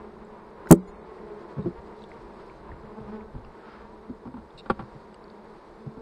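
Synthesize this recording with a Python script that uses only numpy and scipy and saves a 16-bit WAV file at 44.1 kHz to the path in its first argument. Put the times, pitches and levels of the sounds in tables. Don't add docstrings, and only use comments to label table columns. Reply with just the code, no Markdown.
import sys
import numpy as np
from scipy import signal
from scipy.fft import rfft, irfft, next_fast_len
from scipy.io import wavfile
from scipy.ndimage import uniform_filter1d, map_coordinates

SR = 44100
rng = np.random.default_rng(int(sys.argv[2]) if len(sys.argv) > 2 else 0)


def boost_factor(decibels):
    exponent = np.asarray(decibels, float) / 20
    return 10 ** exponent


def persist_wave(psi):
    counts = np.round(np.clip(psi, -1, 1) * 32767).astype(np.int16)
    wavfile.write(sys.argv[1], SR, np.atleast_2d(counts).T)


N = 265217


def unit(x):
    return x / np.sqrt(np.mean(x ** 2) + 1e-20)


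def along(points, hz):
    f, v = np.transpose(points)
    return boost_factor(np.interp(np.log(hz + 1), np.log(f + 1), v))


def wobble(rate, count=1):
    knots = rng.standard_normal((count, 400))
    position = np.arange(0, N + 64, 64) * rate / SR
    return np.array([map_coordinates(k, [position]) for k in knots])


def held_for(x):
    return x.repeat(64, axis=-1)[..., :N]


def filtered(x, response):
    m = next_fast_len(N + SR // 2)
    return irfft(rfft(x, m) * response(np.fft.rfftfreq(m, 1 / SR)), m)[:N]


def resonances(modes):
    return lambda f: sum(boost_factor(db) * 1j * f * w / (c * c - f * f + 1j * f * w) for c, w, db in modes)


def rush(spectrum):
    return unit(filtered(rng.standard_normal(N), lambda hz: along(spectrum, hz)))


def ring(modes, rise, scatter_db):
    hz, db, t60 = np.transpose(modes)[:, :, None]
    t = np.arange(int(t60.max() * SR)) / SR
    level = db + scatter_db * rng.standard_normal(hz.shape) - 60 * t / t60
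    x = (boost_factor(level) * np.sin(2 * np.pi * hz * t)).sum(axis=0)
    x = x * (1 - np.exp(-t / rise)) ** 2
    return x / np.abs(x).max()


def add(track, s, x):
    part = track[round(s * SR):][:len(x)]
    part += x[:len(part)]


# (frequency [Hz], density [dB per Hz])
HISS_SPECTRUM = [(1760, -32), (3000, -15.5), (3490, -4), (4010, -2.5), (4760, -5), (5820, -10), (7510, -12),
                 (8500, -10.5), (9430, -15.5), (9890, -25), (10700, -15.5), (11400, -18.5), (12000, -30),
                 (12900, -23), (15600, -35.5)]


def hiss():
    return boost_factor(-73.5) * rush(HISS_SPECTRUM)


# (time [s], half length [s], level [dB])
GUST_TIMES = [(0, 0.072, -51), (0.354, 0.21, -69), (.88, 0.15, -54), (1.2, 0.14, -66), (1.8, 0.13, -57),
              (2.204, 0.2, -56.5), (2.6, .1, -59.5), (2.722, 0.032, -46.5), (2.85, .07, -56),
              (3.022, 0.037, -48), (3.17, 0.092, -53.5), (3.367, 0.03, -42), (3.471, 0.065, -54),
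              (3.9, 0.16, -61), (4.149, 0.065, -65), (4.417, 0.05332, -52), (4.552, 0.026, -52.5),
              (4.76, 0.058, -52), (4.96, 0.045, -54.5), (5.3, 0.053, -66), (5.998, 0.038, -57)]
# (frequency [Hz], density [dB per Hz])
WIND_SPECTRUM = [(8.8, -31.5), (15, -4.5), (66, -2), (79, -7), (92, -17), (150, -11), (200, -39.5),
                 (330, -120)]


def wind():
    t = np.arange(N) / SR
    breeze_db = -64
    gusts = sum(boost_factor(db) * np.exp(-((t - s) / half) ** 2) for s, half, db in GUST_TIMES)
    flutter = held_for(boost_factor(2.2 * wobble(11)[0]))
    return boost_factor(2.0) * (boost_factor(breeze_db) + gusts) * unit(flutter * rush(WIND_SPECTRUM))


# (time [s], open-air hum level [dB], box boom level [dB])
SWARM_LEVELS = [(0, -51, -44), (.5, -52, -52), (.7, -47, -45), (.8, -53.5, -40.5), (.95, -49.5, -46),
                (1.3, -49.5, -35), (1.55, -49.5, -44), (1.75, -50.5, -41.5), (2.1, -50, -54),
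                (2.95, -51, -67), (3.1, -50.5, -52), (3.3, -54, -55.5), (3.55, -52, -63), (3.8, -52.5, -74),
                (4.27, -55.5, -54.5), (4.85, -52, -58), (5.6, -52.5, -62), (6.01, -54, -52)]
# (frequency [Hz], level [dB])
WING_TONE = [(130, -38.5), (190, -15.5), (260, -11.5), (420, -7.5), (640, -20.5), (950, 0.5), (1300, -13),
             (2200, -21.5), (4800, -41.5), (7000, -59.5)]
# (frequency [Hz], density [dB per Hz])
CROWD_SPECTRUM = [(47, -45), (80, -14.5), (93, -20.5), (221, -3), (264, -16), (332, -4.5), (418, -4),
                  (534, -9.5), (963, -14.5), (2080, -28.5), (2790, -42), (4000, -41.5), (5200, -71),
                  (8800, -120)]
# (frequency [Hz], width [Hz], level [dB])
BOX_AIR = [(345, 54, -0.5), (396, 120, -2)]


def swarm(count):
    time, hum_db, boom_db = np.transpose(SWARM_LEVELS)
    hum_db, boom_db = [np.interp(np.arange(N) / SR, time, db) for db in (hum_db, boom_db)]
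    own_beat = 0.065 * rng.standard_normal((count, 1))
    drift = 0.045 * wobble(4, count) + 0.014 * wobble(25, count)
    beats = np.cumsum(held_for(210 * (1 + own_beat + drift) / SR), axis=1)
    strokes = np.diff(np.floor(beats + rng.random((count, 1))), axis=1, prepend=0)
    nearness = boost_factor(2.5 * wobble(4, count) + 5.3 * wobble(22, count))
    bees = (strokes * held_for(nearness)).sum(axis=0)
    near = unit(filtered(bees, lambda hz: along(WING_TONE, hz)))
    far = boost_factor(3.5 + 0.43 * held_for(wobble(7.1)[0])) * rush(CROWD_SPECTRUM)
    boxed = unit(filtered(bees, lambda hz: resonances(BOX_AIR)(hz) ** 2))
    return boost_factor(hum_db) * (boost_factor(-2.0) * near + far) + boost_factor(boom_db - 8.0) * boxed


# (start [s], end [s], level [dB])
ARM_MOVES = [(0.658, 1.902, -65.5), (1.89, 2.597, -61.5), (2.85, 3.245, -66.5), (3.45, 4.003, -69),
             (4.505, 5.15, -64.5), (5.3, 6.103, -67.5)]


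def movement():
    t = np.arange(N) / SR
    ease_s, still_db = 0.08, -84.5
    strength = boost_factor(still_db)
    for start, end, db in ARM_MOVES:
        strength = strength + boost_factor(db) * (np.tanh((t - start) / ease_s) - np.tanh((t - end) / ease_s)) / 2
    return strength


# (frequency [Hz], density [dB per Hz])
CLOTH_SPECTRUM = [(800, -27), (1500, -3.5), (3000, -8), (4500, -4), (6000, -13), (9000, -16),
                  (10500, -39.5)]
# (time [s], half length [s], level [dB])
SLEEVE_STROKES = [
    (2.408, 0.038, -58),
    (3.147, 0.02962, -55),
    (3.715, 0.13, -53),
]


def clothing():
    t = np.arange(N) / SR
    unevenness = held_for(boost_factor(1.8 * wobble(32)[0] + 1.0 * wobble(8.5)[0]))
    rustle = boost_factor(-7.5) * movement() * unit(unevenness * rush(CLOTH_SPECTRUM))
    strokes = sum(boost_factor(db) * np.exp(-((t - s) / half) ** 2) for s, half, db in SLEEVE_STROKES)
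    sleeve = rush([(600, -21), (1300, 12), (2500, -5.5), (5000, -12.5), (7000, -33.5), (9000, -62)])
    return rustle + strokes * sleeve


def tick(hz, t60):
    t = np.arange(int(t60 * SR)) / SR
    band = signal.butter(3, [hz / 1.45, min(hz * 1.22, 9500)], "bandpass", fs=SR, output="sos")
    grit_and_tone = rng.standard_normal(len(t)) + 2 * np.cos(2 * np.pi * hz * t)
    x = signal.sosfilt(band, boost_factor(-60 * t / t60) * grit_and_tone)
    return x / np.abs(x).max()


# (time [s], peak level [dB], ring frequency [Hz])
TICK_TIMES = [(0.25, -57, 7500), (0.658, -39.5, 1340), (0.663, -40, 920), (0.7064, -15.5, 1270),
              (.7082, -21, 1500), (1.488, -41.5, 893), (1.925, -48, 2010), (1.9906, -50.5, 4000),
              (2.021, -45.5, 3900), (2.039, -43, 3490), (2.039, -57, 7850), (2.093, -56, 7700),
              (2.1163, -38, 2050), (2.4978, -43.5, 2270), (2.4995, -61, 4460), (2.690, -36, 950),
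              (2.716, -39, 1840), (3.2081, -45.5, 2180), (3.349, -36.5, 850), (3.447, -40, 1096),
              (3.4476, -48.5, 2760), (3.449, -55, 5000), (4.2535, -41, 900), (4.270, -38, 950),
              (4.340, -36.5, 900), (4.367, -36, 950), (4.505, -55, 3524), (5.1432, -49.5, 2880),
              (5.144, -50, 4600), (5.1432, -52, 8000), (5.241, -47.5, 4520), (5.28, -57, 4330),
              (5.2999, -51, 3700), (5.301, -49.5, 4500)]
# (start [s], end [s], level [dB])
SCRAPE_TIMES = [
    (1.605, 1.65, -79),
    (2.012, 2.055, -79),
    (4.574, 4.601, -61.5),
    (4.586, 4.614, -66.5),
]
# (frequency [Hz], width [Hz], half of level [dB])
STEEL_MODES = [(2780, 290, 4.5), (3760, 260, 5.5), (4070, 790, 3.5), (5000, 290, -10), (7500, 824, -5),
               (8300, 770, -7.5)]
# (frequency [Hz], level [dB], t60 [s])
LUG_MODES = [(1500, 6, .015), (1963, 3.5, 0.0215), (2300, -3.5, .02), (2990, -13, .012), (4000, -7, 0.022),
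             (5160, -8.5, .02), (6945, -16, 0.016)]
# (frequency [Hz], level [dB], t60 [s])
BLADE_MODES = [(2140, -1.5, 0.14), (4177.8, -15, .15), (4730, -14, 0.13), (6000, -16.5, .15),
               (6941, -8, 0.19), (9070, -15, 0.2), (10245, -21, 0.11), (11200, -18, 0.11)]


def tool():
    out, slips = np.zeros(N), np.zeros(N)
    for s, db, hz in TICK_TIMES:
        add(out, s, boost_factor(db - 1.0) * tick(hz, min(0.01 + 9 / hz, 0.045)))
    for start, end, db in SCRAPE_TIMES:
        n = round((end - start) * SR)
        grains = rng.standard_normal(n) ** 3 / 3
        add(slips, start, boost_factor(db) * np.hanning(n) ** 0.25 * grains)
    add(out, 0.6705, boost_factor(-32.5) * ring(LUG_MODES, 0.00089, scatter_db=3.5))
    n = SR // 20
    blade = ring(BLADE_MODES, 0.0034, scatter_db=3.5)[:n]
    add(out, 0.868, boost_factor(-51) * np.hanning(n) ** 0.444 * blade)
    steel = resonances(STEEL_MODES)
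    return out + 3 * filtered(slips, lambda hz: steel(hz) ** 2 / (1 + (hz / 9200) ** 16))


# (closest time [s], level [dB], wing beat [Hz], 20 dB swell [s], 20 dB fade [s])
BEE_PASSES = [(0.095, -49, 213.3, -1.5, -0.03), (0.215, -49, 211.3, 0.17, -0.77),
              (1.37, -52, 207.4, -1, 0.04), (1.92, -47.5, 210.6, .2, 0.2153),
              (2.955, -45, 213.4, 0.24, 0.26), (2.982, -37.5, 220.3, -0.04, -0.03),
              (3.04, -46, 203, .06, 0.5), (3.1, -45, 204, -0.1, -0.1), (3.143, -34.5, 218.3, -0.02, 0.04),
              (3.2, -43.5, 217.1, 0.14, 0.24), (3.24, -52, 215.8, -0.24, 0.35),
              (3.93, -51.5, 215.6, 0.2, -1.7), (4.04, -51.5, 220.7, -0.1, -0.5),
              (5.378, -52, 207, 0.25, -0.1), (5.52, -61, 213.6, 1, 0.2), (5.88, -49.5, 221.5, 0.3, 3),
              (5.987, -45.5, 216.8, 0.04, -1)]
# (multiple of the beat, level [dB])
WING_HARMONICS = [(1, 1), (2, 0), (3, -13), (4, -12.5), (5, -17), (6, -18.5), (7, -20)]


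def passer():
    out, t = np.zeros(N + SR), np.arange(-SR // 2, SR // 2) / SR
    pitch_shift = -0.00791
    for s, db, hz, swell, fade in BEE_PASSES:
        away = t / np.maximum(np.abs(np.where(t < 0, swell, fade)), 0.035)
        flutter = 0.01204 * held_for(wobble(40.44)[0])[:len(t)]
        beat = hz * (1 - pitch_shift * np.tanh(away) + flutter)
        phase = 2 * np.pi * np.cumsum(beat) / SR
        wings = sum(boost_factor(level) * np.cos(k * phase) for k, level in WING_HARMONICS)
        add(out, s, boost_factor(db + 1.5 - 20 * np.hypot(away, 0.1)) * np.hanning(len(t)) ** 0.302 * wings)
    return out[SR // 2:][:N]


# (time [s], peak level [dB], main mode
# [Hz], t60 [s])
SOFT_THUDS = [(1.566, -30, 161, 0.07), (1.580, -21, 156.6, 0.092), (1.646, -26, 172.6, 0.077),
              (1.656, -19, 345, 0.11), (1.658, -35, 672, 0.081), (1.664, -24, 178.5, 0.098),
              (2.833, -41, 135.5, 0.072), (3.335, -38, 121, 0.13), (3.348, -29, 119.3, 0.1),
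              (3.376, -37.5, 109, 0.12), (4.094, -28, 245, 0.091), (4.702, -21, 229, 0.076),
              (4.702, -32.5, 129, .073), (4.949, -38, 136, 0.073), (5.862, -28, 141, 0.071),
              (5.97, -35.5, 246, .072)]
# (time [s], peak level [dB], main mode [Hz], t60 [s], sharpness [dB])
PRY_KNOCKS = [(2.714, -37.5, 152.4, 0.052, -15), (2.998, -36, 122, 0.28, -8), (4.253, -33, 242, 0.14, -9),
              (4.271, -33.5, 259, 0.18, -7), (4.339, -33, 245, 0.165, -8), (4.367, -43.5, 208, 0.1513, 4),
              (4.381, -34, 200, 0.018, -11), (4.548, -45.5, 159, 0.053, -7), (4.6578, -41, 290, 0.054, 9.5),
              (4.6985, -20.5, 358, 0.084, 8.5), (4.7914, -32.5, 214, 0.17, 4.5),
              (4.803, -42, 133.7, 0.186, 8), (4.821, -34.5, 126, 0.1, -5.5)]
# (frequency [Hz], level [dB], t60 [s])
BOX_MODES = [(71, -6, 0.17), (135.5, 3, 0.116), (200, -2, 0.17), (249.4, -4.5, 0.14), (345, -4, 0.11),
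             (413, -9, 0.1), (527, -10, 0.067)]
# (frequency [Hz], level [dB], t60 [s])
STAND_MODES = [(52, -3, .12), (84, 1, 0.086)]
# (frequency [Hz], level [dB], t60 [s])
FRAME_MODES = [(536, -2.5, 0.06), (804, 4.5, 0.042), (872, -5.5, 0.022), (950, -15.5, 0.078),
               (1134, 2, 0.048), (1378, 0, 0.042), (1540, -3.5, 0.042)]
# (frequency [Hz], density [dB per Hz])
CRACK_SPECTRUM = [(250, 3.5), (800, 1), (1400, -2), (2000, -12.5), (3300, -18), (5000, -25), (6100, -48),
                  (8600, -33), (10100, -52), (15000, -78.5)]


def knocks():
    out, t = np.zeros(N), np.arange(SR // 10) / SR
    grit = rush(CRACK_SPECTRUM)
    faint_edge_db = -45
    thuds = [(s, db, hz, t60, faint_edge_db - db) for s, db, hz, t60 in SOFT_THUDS]
    for s, db, hz, t60, sharp_db in thuds + list(PRY_KNOCKS):
        contact_cycles = 0.56 if sharp_db > -14 else 0.94
        modes = [(hz, 9, t60)] + [(f, g, 0.83 * t60 * d / 0.1) for f, g, d in BOX_MODES]
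        add(out, s, boost_factor(db) * ring(modes, contact_cycles / hz, scatter_db=3))
        shake = boost_factor(db - 13.5) / (1 + (hz / 125) ** 4)
        add(out, s, shake * ring(STAND_MODES, 0.0035, scatter_db=5))
        add(out, s, boost_factor(db + sharp_db - 3.5) * ring(FRAME_MODES, 0.0024, scatter_db=2.0))
        burst = boost_factor(db + sharp_db - 4.5 - 60 * t / 0.051) * (1 - np.exp(-t / 0.0013))
        add(out, s, burst * grit[round(s * SR / 2):][:len(t)])
    return out


# (time [s], level [dB], direction of push)
DROP_HITS = [
    (0.7074, -6.5, 1),
    (0.7094, 4.5, -1),
    (0.7224, -1, -1),
]
# (frequency [Hz], level [dB], t60 [s])
HOLLOW_MODES = [(58.3, -20.5, 0.083), (138.7, -17.5, 0.033), (176, -1.5, 0.085), (186.25, -12, 0.24),
                (245, -0.5, 0.06), (257.5, -17, 0.14), (336.5, -1, 0.11), (400, 0.5, 0.054),
                (477, -15, .08), (576.5, -11, 0.091), (650, -22, 0.045), (803, -10, 0.032),
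                (1128, -25, 0.033), (1208, -20, 0.041), (1290, -25.5, .04), (1544, -31, 0.033),
                (2324, -34.5, 0.041), (3134, -34, 0.037)]


def dropped_frame():
    out = np.zeros(N)
    for s, db, direction in DROP_HITS:
        add(out, s, np.sign(direction) * boost_factor(db + 3.5) * ring(HOLLOW_MODES, 0.00089, scatter_db=1))
    return out


# (release time [s], build-up [s], level [dB], last pitch [Hz])
SQUEAL_TIMES = [
    (0.7128, .0013, -10.5, 13500),
    (.7147, .0018, -11, 8200),
    (.7168, .0011, -23, 10500),
    (.7202, .0011, -20.5, 11500),
    (0.7237, .0012, -14.5, 13400),
    (.7270, .0017, -12, 9000),
    (.7468, .0006, -46.5, 11000),
]


def squeal(held):
    out, t = np.zeros(N), np.arange(-SR // 200, SR // 1000) / SR
    for s, grow, db, hz in SQUEAL_TIMES:
        pitch = hz * (1 + 170 * t + 0.27 * rng.standard_normal(len(t)))
        phase = 2 * np.pi * np.cumsum(pitch) / SR
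        size = np.where(t < 0, np.exp(-(t / grow) ** 4), np.exp(-t / 0.00015))
        add(out, s + t[0], boost_factor(db) * size * (np.sin(phase) + 0.4 * np.cos(2 * phase) - 0.6))
    return out * np.tanh(3 * uniform_filter1d(held, size=40))


# (frequency [Hz], level [dB])
DROPOUT_BAR = [(1200, -16.5), (4500, -5), (5800, 0.3), (9000, .4), (10000, -0.8), (15500, 0.7)]


def thinned(x, thinness):
    hz, t, z = signal.stft(x, SR, nperseg=2048)
    short = thinness[np.minimum(t * SR, N - 1).astype(int)]
    size = uniform_filter1d(uniform_filter1d(np.abs(z), size=4, axis=0), size=3, axis=1)
    narrow = uniform_filter1d(np.abs(z), size=3, axis=0)
    lasting = np.exp(uniform_filter1d(np.log(narrow + 1e-9), size=4, axis=1))
    size = np.where(short > 0.3, lasting, size)
    starved = 0.55 * np.clip((hz[:, None] - 900) / 700, 0, 1) * short
    bar = np.minimum(along(DROPOUT_BAR, hz)[:, None] + starved, 1.1)
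    fresh = size > 1.7 * np.roll(size, 2, axis=1)
    keep = (size > bar * uniform_filter1d(size, size=40, axis=0)) | fresh
    return signal.istft(z * keep, SR, nperseg=2048)[1][:N]


def scene():
    background = hiss() + wind() + swarm(count=16)
    handling = clothing() + tool() + knocks() + dropped_frame()
    return (background + handling + passer())[None]


def low_pass(x):
    return signal.sosfilt(signal.butter(12, 16630, fs=SR, output="sos"), x)


def record(dry):
    top = 0.82
    loudness = np.abs(dry[0])
    held = dry[0] / (1 + (loudness / top) ** 9) ** (1 / 9)
    excess = np.clip(loudness - 0.81 * top, 0, 0.6)
    capsule = resonances([(5600, 190, -11.0), (6950, 1400, -2.5), (8000, 1200, 1.5),
                          (10300, 1200, -5.0), (11900, 170, -1.0), (14300, 900, -16.5)])
    whistle = unit(filtered(rng.standard_normal(N), capsule))
    build_up = np.clip(signal.lfilter([0.015], [1, -0.985], excess) - 0.15, 0, 1) * (excess > 0)
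    held = held + boost_factor(-18) * uniform_filter1d(build_up, size=20) * whistle
    held = np.clip(held, -0.87, 0.87)
    held = held + squeal(held)
    smear_s, smear_db = 0.03, -33
    spread = uniform_filter1d(build_up, size=round(smear_s * SR) * 3 // 2)
    noise = rush([(1500, -30), (3000, -5), (7000, 0), (15000, -3), (15600, -60)])
    held = held + boost_factor(smear_db) * np.sqrt(np.abs(spread)) * noise
    after = np.arange(SR // 2) / SR
    thin_spell = (after > 0.045) * np.exp(-(after / 0.25) ** 3)
    thinness = np.clip(signal.fftconvolve(excess, thin_spell)[:N] / 40, 0, 1)
    mix = filtered(thinned(held, thinness), lambda hz: np.clip((16500 - hz) / 900, 0, 1))
    return low_pass(mix[None])


dry = scene()
out = record(dry)
persist_wave(out)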